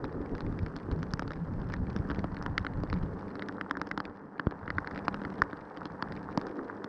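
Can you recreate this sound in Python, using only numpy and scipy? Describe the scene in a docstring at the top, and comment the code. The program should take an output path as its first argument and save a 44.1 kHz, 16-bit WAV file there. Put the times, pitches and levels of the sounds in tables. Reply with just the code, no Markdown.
"""Heavy rain on a small camera

The camera lies out in the open, its microphone muffled by water. Right at the microphone, drops
tap on the housing and fine spray ticks on it; farther off, the downpour hisses all around.
Gusts rumble at the microphone port and draw a low, wavering hum from the things nearby."""
import sys
import numpy as np
from scipy import signal
from scipy.fft import rfft, irfft
from scipy.io import wavfile
from scipy.ndimage import uniform_filter1d

SR = 44100
rng = np.random.default_rng(int(sys.argv[2]) if len(sys.argv) > 2 else 0)


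def dump_mix(stems):
    """Bounce the given channels to the path in sys.argv[1] as a 16-bit WAV at rate SR."""
    frames = np.atleast_2d(stems).T  # one column per channel
    limited = np.clip(frames, -1, 1)  # hard clip at full scale
    pcm = np.round(limited * 32767).astype(np.int16)
    wavfile.write(sys.argv[1], SR, pcm)


N = 303408

# How hard it rains all around. Each row: time in seconds, relative level in dB.
RAIN_LEVEL = [(0.0, -44.5), (1.8, -45), (2.08, -42.5), (4.0, -44.5), (4.25, -47.5), (4.8, -41),
              (6.87, -42.5)]
# The distant wash and its spray. Each row: frequency in Hz, relative density in dB.
WASH_SPECTRUM = [(150, -22), (450, 11.5), (620, 5), (900, 9), (1300, 3), (1850, -3), (2250, -21.5),
                 (4000, -59)]
SPRAY_SPECTRUM = [(1500, 13), (2500, -1), (3700, -7.5), (4900, -5), (6000, -10.5), (7000, -18), (8400, -14),
                  (11500, -30)]
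# Wind at the microphone port, and around the housing. Each row: time in seconds, relative level in dB.
RUMBLE_LEVEL = [(0.0, -51), (0.62, -33), (0.76, -48.5), (0.92, -38.5), (1.33, -44.5), (1.56, -33.5),
                (2.0, -38), (2.3, -44), (2.55, -38), (3.02, -37), (3.45, -61.5), (3.96, -55.5), (4.45, -74),
                (4.76, -37.5), (4.87, -52), (5.15, -48), (5.6, -59.5), (6.3, -53), (6.87, -70)]
RUSH_LEVEL = [(0.0, -44.5), (0.39, -32.5), (0.84, -39.5), (0.93, -34.5), (1.32, -37.5), (2.13, -34.5),
              (2.38, -40.5), (3.17, -36.5), (4.24, -45.5), (4.69, -44), (5.38, -35.5), (5.55, -46.5),
              (6.25, -39), (6.42, -39), (6.87, -44.5)]
# The colour of those two winds. Each row: frequency in Hz, relative density in dB.
RUMBLE_SPECTRUM = [(15, -5), (28, 2.5), (44, -4.5), (88, 2.5), (190, -7), (280, -19), (500, -59.5)]
RUSH_SPECTRUM = [(90, -36), (150, 0), (185, 2.5), (235, -1), (285, 3.5), (340, -3), (420, -1.5),
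                 (520, -7.5), (700, -18), (1500, -33)]
# Brightness of the rush. Each row: time in seconds, gain of the upper band over the lower in dB.
RUSH_BRIGHTNESS = [(0.0, 16), (0.55, -3), (2.88, -6.5), (3.6, 3.5), (4.68, -8), (5.64, 0), (6.24, -7.5),
                   (6.48, 13)]
# Pitch of the wind hum. Each row: time in seconds, fundamental in Hz.
HUM_FUNDAMENTAL = [(1.25, 78.84), (2.35, 100), (3.05, 82), (3.22, 98.86), (6.87, 100.4)]
# Partials of the hum. Each row: multiple of the fundamental, relative level in dB.
HUM_HARMONICS = [(1, -9.5), (2, -1), (3, -6.5)]
# Drops that stand out on the things nearby. Each row: start in seconds, level before muffling in dB.
NEARBY_DROPS = [(2.413, -29.5), (3.228, -33), (3.493, -27.5), (3.582, -31), (3.662, -32), (3.752, -28.5),
                (4.845, -28), (4.912, -28.5), (5.817, -26.5), (6.288, -27.5), (6.591, -29), (6.698, -24.5)]
# The housing ringing to a tick, and rocking on its mount.
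# Each row: frequency in Hz, relative level in dB, seconds to fall by 60 dB.
HOUSING_MODES = [(2110, 6, 0.0018), (3150, 3.5, 0.0038), (3576, 3, 0.0028), (4070, -3, 0.0067),
                 (4880, 4, 0.0025), (5040, 2, 0.0017), (8000, -10.5, 0.00041)]
ROCKING_MODES = [(89.1, -16.5, 0.097), (169, -2.5, 0.041), (294.2, 1, 0.06), (546, 2.5, 0.011),
                 (774, -0.5, 0.0012)]
# Large drops on the housing.
# Each row: start in seconds, relative knock level in dB, nominal pitch in Hz, relative tick level in dB.
LARGE_DROPS = [(0.042, -33.5, 1000, -49), (1.136, -29, 1180, -54), (1.194, -29, 1110, -45),
               (1.222, -32, 910, -55), (1.306, -33.5, 1260, -56), (1.318, -37.5, 1500, -55),
               (1.738, -29.5, 1560, -45), (2.1, -32, 1300, -47), (2.114, -31.5, 1130, -49.5),
               (2.242, -30, 760, -49.5), (2.462, -27, 1230, -43.5), (2.579, -19, 1680, -35.5),
               (2.648, -30, 1100, -50), (2.666, -26.5, 1650, -42.5), (2.835, -35, 740, -52.5),
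               (2.928, -28, 1070, -42), (3.394, -36.5, 1520, -49), (3.422, -30.5, 1730, -46),
               (3.611, -26, 1540, -42), (3.71, -20.5, 1254, -40), (3.77, -29.5, 1300, -52),
               (3.815, -26, 1110, -39), (3.913, -23.5, 1630, -42), (3.976, -27, 1080, -40.5),
               (4.002, -26, 1140, -42.5), (4.396, -23, 1300, -45.5), (4.4689, -28.5, 1010, -52),
               (4.678, -30.5, 1500, -53), (4.703, -25, 1610, -47), (4.783, -20, 1410, -50),
               (4.873, -30, 1710, -47), (5.081, -19, 930, -35.5), (5.143, -30.5, 1060, -46.5),
               (5.217, -36, 1150, -60), (5.25, -30.5, 1560, -48), (5.419, -12.5, 1310, -42.5),
               (5.53, -34, 1210, -58), (6.024, -24, 1190, -39), (6.375, -20, 636, -44.5),
               (6.843, -34, 1030, -42.5)]
# Fat drops and buffets that press on the port. Each row: start in seconds, peak in dB, pitch in Hz.
PORT_PLOPS = [(0.632, -22.5, 79), (0.888, -24.5, 115), (1.138, -20, 105), (1.963, -20.5, 125),
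              (1.996, -22.5, 70.4), (2.185, -22, 153), (4.4700, -13.5, 111), (4.523, -26.5, 560),
              (5.42, -24.5, 78.5), (6.3757, -14, 340)]
# Tiny bubbles trapped in the water film. Each row: start in seconds, peak in dB, pitch in Hz.
BUBBLE_PINGS = [(1.1366, -26, 4970), (2.58, -29, 4520), (5.42, -31.5, 5000), (6.3752, -28.5, 4900)]
# Small drops on the housing. Each row: start in seconds, relative level in dB.
SMALL_DROPS = [(0.0499, -43.5), (0.351, -38), (0.381, -43), (0.406, -36.5), (0.590, -40), (0.6627, -38.5),
               (0.764, -38.5), (0.9145, -37), (1.0296, -34.5), (1.278, -39.5), (1.334, -44), (1.7, -38.5),
               (1.963, -34.5), (2.107, -36), (2.1916, -39.5), (2.3677, -38), (2.425, -37.5),
               (2.8999, -38.5), (2.939, -43.5), (3.3545, -38), (3.486, -35.5), (3.871, -41), (4.053, -37.5),
               (4.51, -39), (4.9591, -37.5), (4.9765, -36), (4.99, -44), (5.772, -40), (5.855, -35.5),
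               (6.122, -37.5), (6.414, -37), (6.468, -38)]
# Eddies caught in the housing.
# Each row: start and length in seconds (both without the soft edges), peak in dB, pitch in Hz.
CAUGHT_EDDIES = [(0.94, 0.067, -33, 162.1), (1.425, 0.0088, -28.5, 169), (2.945, 0.044, -30.5, 172.4)]

WALL_HZ = 1456  # the wet wall's own pitch


def from_db(db):
    """Decibels to gain."""
    return 10 ** (np.asarray(db) / 20)


def unit_rms(x):
    """Scale to unit power."""
    return x / np.sqrt(np.mean(x ** 2) + 1e-20)


def curve(rows):
    """Join rows of time and value into a value for every sample."""
    return np.interp(np.arange(N) / SR, *np.transpose(rows))


def drift(per_s):
    """A slow random wander with rms 1."""
    knots = rng.standard_normal(int(per_s * N / SR) + 2)
    return unit_rms(np.interp(np.arange(N) / SR * per_s, np.arange(len(knots)), knots))


def filtered(x, order, hz, kind="low"):
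    """Pass x through a Butterworth filter."""
    return signal.sosfilt(signal.butter(order, hz, kind, fs=SR, output="sos"), x)


def colour(x, spectrum):
    """Shape x with a spectrum and scale it to rms 1."""
    hz, db = np.transpose(spectrum)
    bins = np.maximum(np.fft.rfftfreq(N, 1 / SR), 1)
    gain_db = np.interp(np.log(bins), np.log(hz), db, left=-90, right=-90)
    return unit_rms(irfft(rfft(x) * from_db(gain_db), N))


def ring(clicks, hz, t60):
    """A unit click sets a sine of height 1 ringing."""
    decay, angle = from_db(-60 / (t60 * SR)), 2 * np.pi * hz / SR
    return signal.lfilter([0, np.sin(angle)], [1, -2 * decay * np.cos(angle), decay ** 2], clicks + 1e-18)


def swing(hz, width, order):
    """A damped swing with peak 1; width is the ratio of its band edges."""
    edges = hz * max(width, 1.1) ** np.array([-.5, .5])
    wave = filtered(signal.unit_impulse(SR // 20), order, edges, "band")
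    return wave / np.abs(wave).max()


def add(out, start_s, wave):
    """Mix in a short wave."""
    i = int(start_s * SR)
    out[i:i + len(wave)] += wave[:N - i]


def clicks_at(seconds, db):
    """Single-sample blows."""
    out = np.zeros(N)
    out[np.round(seconds * SR).astype(int)] = from_db(db)
    return out


def shower(per_s, largest, spread_db=4.0):
    """Drops at random moments: many small, few large, none above 1."""
    sizes = from_db(spread_db * (np.minimum(rng.exponential(1, N), largest) - largest))
    return sizes * (rng.random(N) < per_s / SR)


def downpour(rain_db, gust, wash_db=-6.0, spray_db=-26.5, blown_db=2.0):
    """Countless drops farther off merge into a grainy wash; their spray hisses and rises with gusts."""
    far = shower(per_s=1400, largest=3.5) * rng.choice([-1, 1], N)
    fine = shower(per_s=6000, largest=3.5) * rng.choice([-1, 1], N)
    wash = from_db(wash_db) * colour(far, WASH_SPECTRUM)
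    spray = from_db(spray_db + blown_db * gust) * colour(fine, SPRAY_SPECTRUM)
    return from_db(rain_db) * (wash + spray)


def wind(rumble_db, rush_db, rush_gain_db=-5.5, split_hz=245):
    """Eddies rumble at the microphone port and rush around the housing, now duller, now brighter."""
    tilt_db = curve(RUSH_BRIGHTNESS)
    eddies_db = 3.8 * drift(30)
    rumble = from_db(rumble_db + eddies_db) * colour(rng.standard_normal(N), RUMBLE_SPECTRUM)
    lower = filtered(colour(rng.standard_normal(N), RUSH_SPECTRUM), 4, split_hz)
    upper = filtered(colour(rng.standard_normal(N), RUSH_SPECTRUM), 4, split_hz, "high")
    rush = from_db(-tilt_db / 2) * lower + from_db(tilt_db / 2) * upper
    return rumble + from_db(rush_db + rush_gain_db + eddies_db / 2) * rush


def hum(rush_db, level_db=-51.5, waver=0.0074, flutter_db=3.0):
    """Wind draws a low tone from things nearby; it swells with the rush and wavers in pitch and level."""
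    hz = curve(HUM_FUNDAMENTAL) * (1 + waver * drift(25))
    phase = 2 * np.pi * np.cumsum(hz) / SR
    swell_db = level_db + rush_db - rush_db.mean()
    return sum(np.sqrt(2) * from_db(swell_db + db + flutter_db * drift(8)) * np.sin(multiple * phase)
               for multiple, db in HUM_HARMONICS)


def knock(hz, width=1.705, broadens=0.64, gives=0.87):
    """The wet wall swings under a drop, more broadly under a low one; scattered reflections die away."""
    age = np.arange(SR // 60) / SR / .0028  # in units of 2.8 ms
    blow = .17 * rng.standard_normal(len(age)) * age * np.exp(-2 * age)
    blow[0] = 1
    shift = hz / WALL_HZ  # the wall's pitch goes only part of the way to the drop's
    wall = swing(WALL_HZ * shift ** gives, width / min(shift, 1) ** broadens, order=4)
    wave = signal.fftconvolve(wall, blow)
    return -wave / np.abs(wave).max()


def nearby_drops(rain_db, stray_gain_db=4.0, pitch_hz=1150, muffle_hz=1950):
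    """Drops on the things around reach the microphone as dull little knocks without a tick."""
    strays = shower(per_s=60, largest=2.5) * from_db(rain_db + stray_gain_db)
    drops = clicks_at(*np.transpose(NEARBY_DROPS)) + strays
    spots = [knock(pitch_hz * 2 ** octaves) for octaves in rng.uniform(-.5, .5, 20)]
    out = np.zeros(N)
    for i in np.flatnonzero(drops):
        add(out, i / SR, drops[i] * spots[rng.integers(len(spots))])
    return filtered(out, 6, muffle_hz)


def rocking(clicks, vary_db=3.0):
    """The housing rocks on its mount; each drop lands elsewhere and drives the modes differently."""
    hits, out = np.flatnonzero(clicks), np.zeros(N)
    drop = np.cumsum(np.diff(hits, prepend=hits[0]) > 1)  # samples in a row belong to one drop
    for k, (hz, db, t60) in enumerate(ROCKING_MODES):
        share_db = vary_db * rng.uniform(0.029, 1, drop[-1] + 1)
        blows = np.zeros(N)
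        blows[hits] = clicks[hits] * from_db(db + share_db[drop])
        out += (-1) ** k * ring(blows, hz, t60)
    return out


def tick(scatter, scatter_s, film_hz=6200):
    """A drop hits sharply and breaks up; the housing rings, dulled by the water film."""
    t = np.arange(SR // 150) / SR
    push = scatter * rng.standard_normal(len(t)) * np.exp(-t / scatter_s)
    push[0] = 1
    push = np.pad(push, (0, SR // 200))
    rings = np.zeros(len(push))
    for k, (hz, db, t60) in enumerate(HOUSING_MODES):
        detune, spot_db = rng.uniform(-.09, .09), rng.uniform(-3.5, 3.5)  # every spot rings its own way
        rings += (-1) ** k * from_db(db + spot_db) * ring(push, hz * (1 + detune), t60)
    return filtered(rings, 3, film_hz)


def thumps(lag_s, level_db=-32, follows=0.3, db_per_octave=8, soft_hz=1800):
    """Louder, deeper taps rock the housing harder; fat drops and buffets press on the port."""
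    starts, knock_db, hz, _ = np.transpose(LARGE_DROPS)
    thump_db = level_db + follows * (knock_db + 15) + db_per_octave * np.log2(WALL_HZ / hz)
    out = rocking(clicks_at(starts + lag_s, thump_db))
    for start, db, plop_hz in PORT_PLOPS:
        add(out, start, from_db(db) * swing(plop_hz, width=4.56, order=2))
    return filtered(out, 2, soft_hz)  # thumps and plops stay dull, with no treble


def taps(knock_gain_db=5.5, tick_gain_db=9.0, hollow_gain_db=-24.0, lag_s=0.0005):
    """Large drops hit right by the microphone: a thump, a knock, a short hollow ring and a tick."""
    out = thumps(lag_s)
    for start, knock_db, hz, tick_db in LARGE_DROPS:
        hollow = ring(signal.unit_impulse(SR // 50), hz * rng.uniform(.95, 1.25), t60=0.037)
        add(out, start, from_db(knock_db + knock_gain_db) * knock(hz))
        add(out, start + 2 * lag_s, from_db(knock_db + hollow_gain_db) * hollow)
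        add(out, start + lag_s, from_db(tick_db + tick_gain_db) * tick(scatter=.09, scatter_s=.0013))
    return out


def patter(rain_db, knock_hz=1300, knock_db=8.0, tick_db=1.0, thump_db=2.5, rebound_db=-16.5):
    """Small drops knock and tick on the housing; each throws off a droplet that lands just after."""
    strays = shower(per_s=32, largest=2.5) * from_db(rain_db - 6.5)
    starts, db = np.transpose(SMALL_DROPS)
    drops = clicks_at(starts, db - 3.0) + strays
    spots = [knock(knock_hz * 2 ** octaves) for octaves in rng.uniform(-0.28, 0.67, 40)]
    body = from_db(thump_db) * filtered(rocking(drops), 2, knock_hz)
    knocks, ticks = np.zeros(N), np.zeros(N)
    for i in np.flatnonzero(drops):
        contact = tick(scatter=.12, scatter_s=.0015)
        flight_s = rng.uniform(.003, .014)
        landing_s = min(i / SR + flight_s, (N - 1) / SR)
        for start, size in (i / SR, drops[i]), (landing_s, drops[i] * from_db(rebound_db)):
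            add(knocks, start, size * spots[rng.integers(len(spots))])
            add(ticks, start, size * contact)
    thin_ticks = filtered(ticks, 2, hz=3300, kind="high")
    return body + from_db(knock_db) * knocks + from_db(tick_db) * thin_ticks


def burbles(edge_s=0.02755):
    """An eddy catches in the housing and sounds a low note for a few cycles."""
    out = np.zeros(N)
    for start, length, db, hz in CAUGHT_EDDIES:
        t = np.arange(int((length + 2 * edge_s) * SR)) / SR
        add(out, start - edge_s, from_db(db) * np.hanning(len(t)) * np.sin(2 * np.pi * hz * t))
    return out


def bubbles():
    """A few large drops trap a tiny bubble in the water film, and it pings."""
    out = np.zeros(N)
    for start, db, hz in BUBBLE_PINGS:
        add(out, start, from_db(db) * swing(hz, width=1.23, order=2))
    return out


def scene():
    """Rain near and far, and wind, at one microphone; gusts drive more spray against the housing."""
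    rain_db, rumble_db, rush_db = curve(RAIN_LEVEL), curve(RUMBLE_LEVEL), curve(RUSH_LEVEL)
    gust = unit_rms(uniform_filter1d(rush_db - rush_db.mean(), size=SR // 2))  # spray follows slowly
    on_housing = taps() + bubbles() + patter(rain_db + 2 * gust)
    around = nearby_drops(rain_db) + downpour(rain_db, gust)
    air = wind(rumble_db, rush_db) + burbles() + hum(rush_db)
    return (on_housing + around + air)[None]


def record(dry):
    """The sound eases in over 3 ms, and the highest treble is cut away."""
    fade_s, stopband_hz = .003, 12320
    eased = dry * np.minimum(np.arange(N) / SR / fade_s, 1)
    return signal.sosfilt(signal.cheby2(12, 70, stopband_hz, fs=SR, output="sos"), eased)


dry = scene()
out = record(dry)
dump_mix(out)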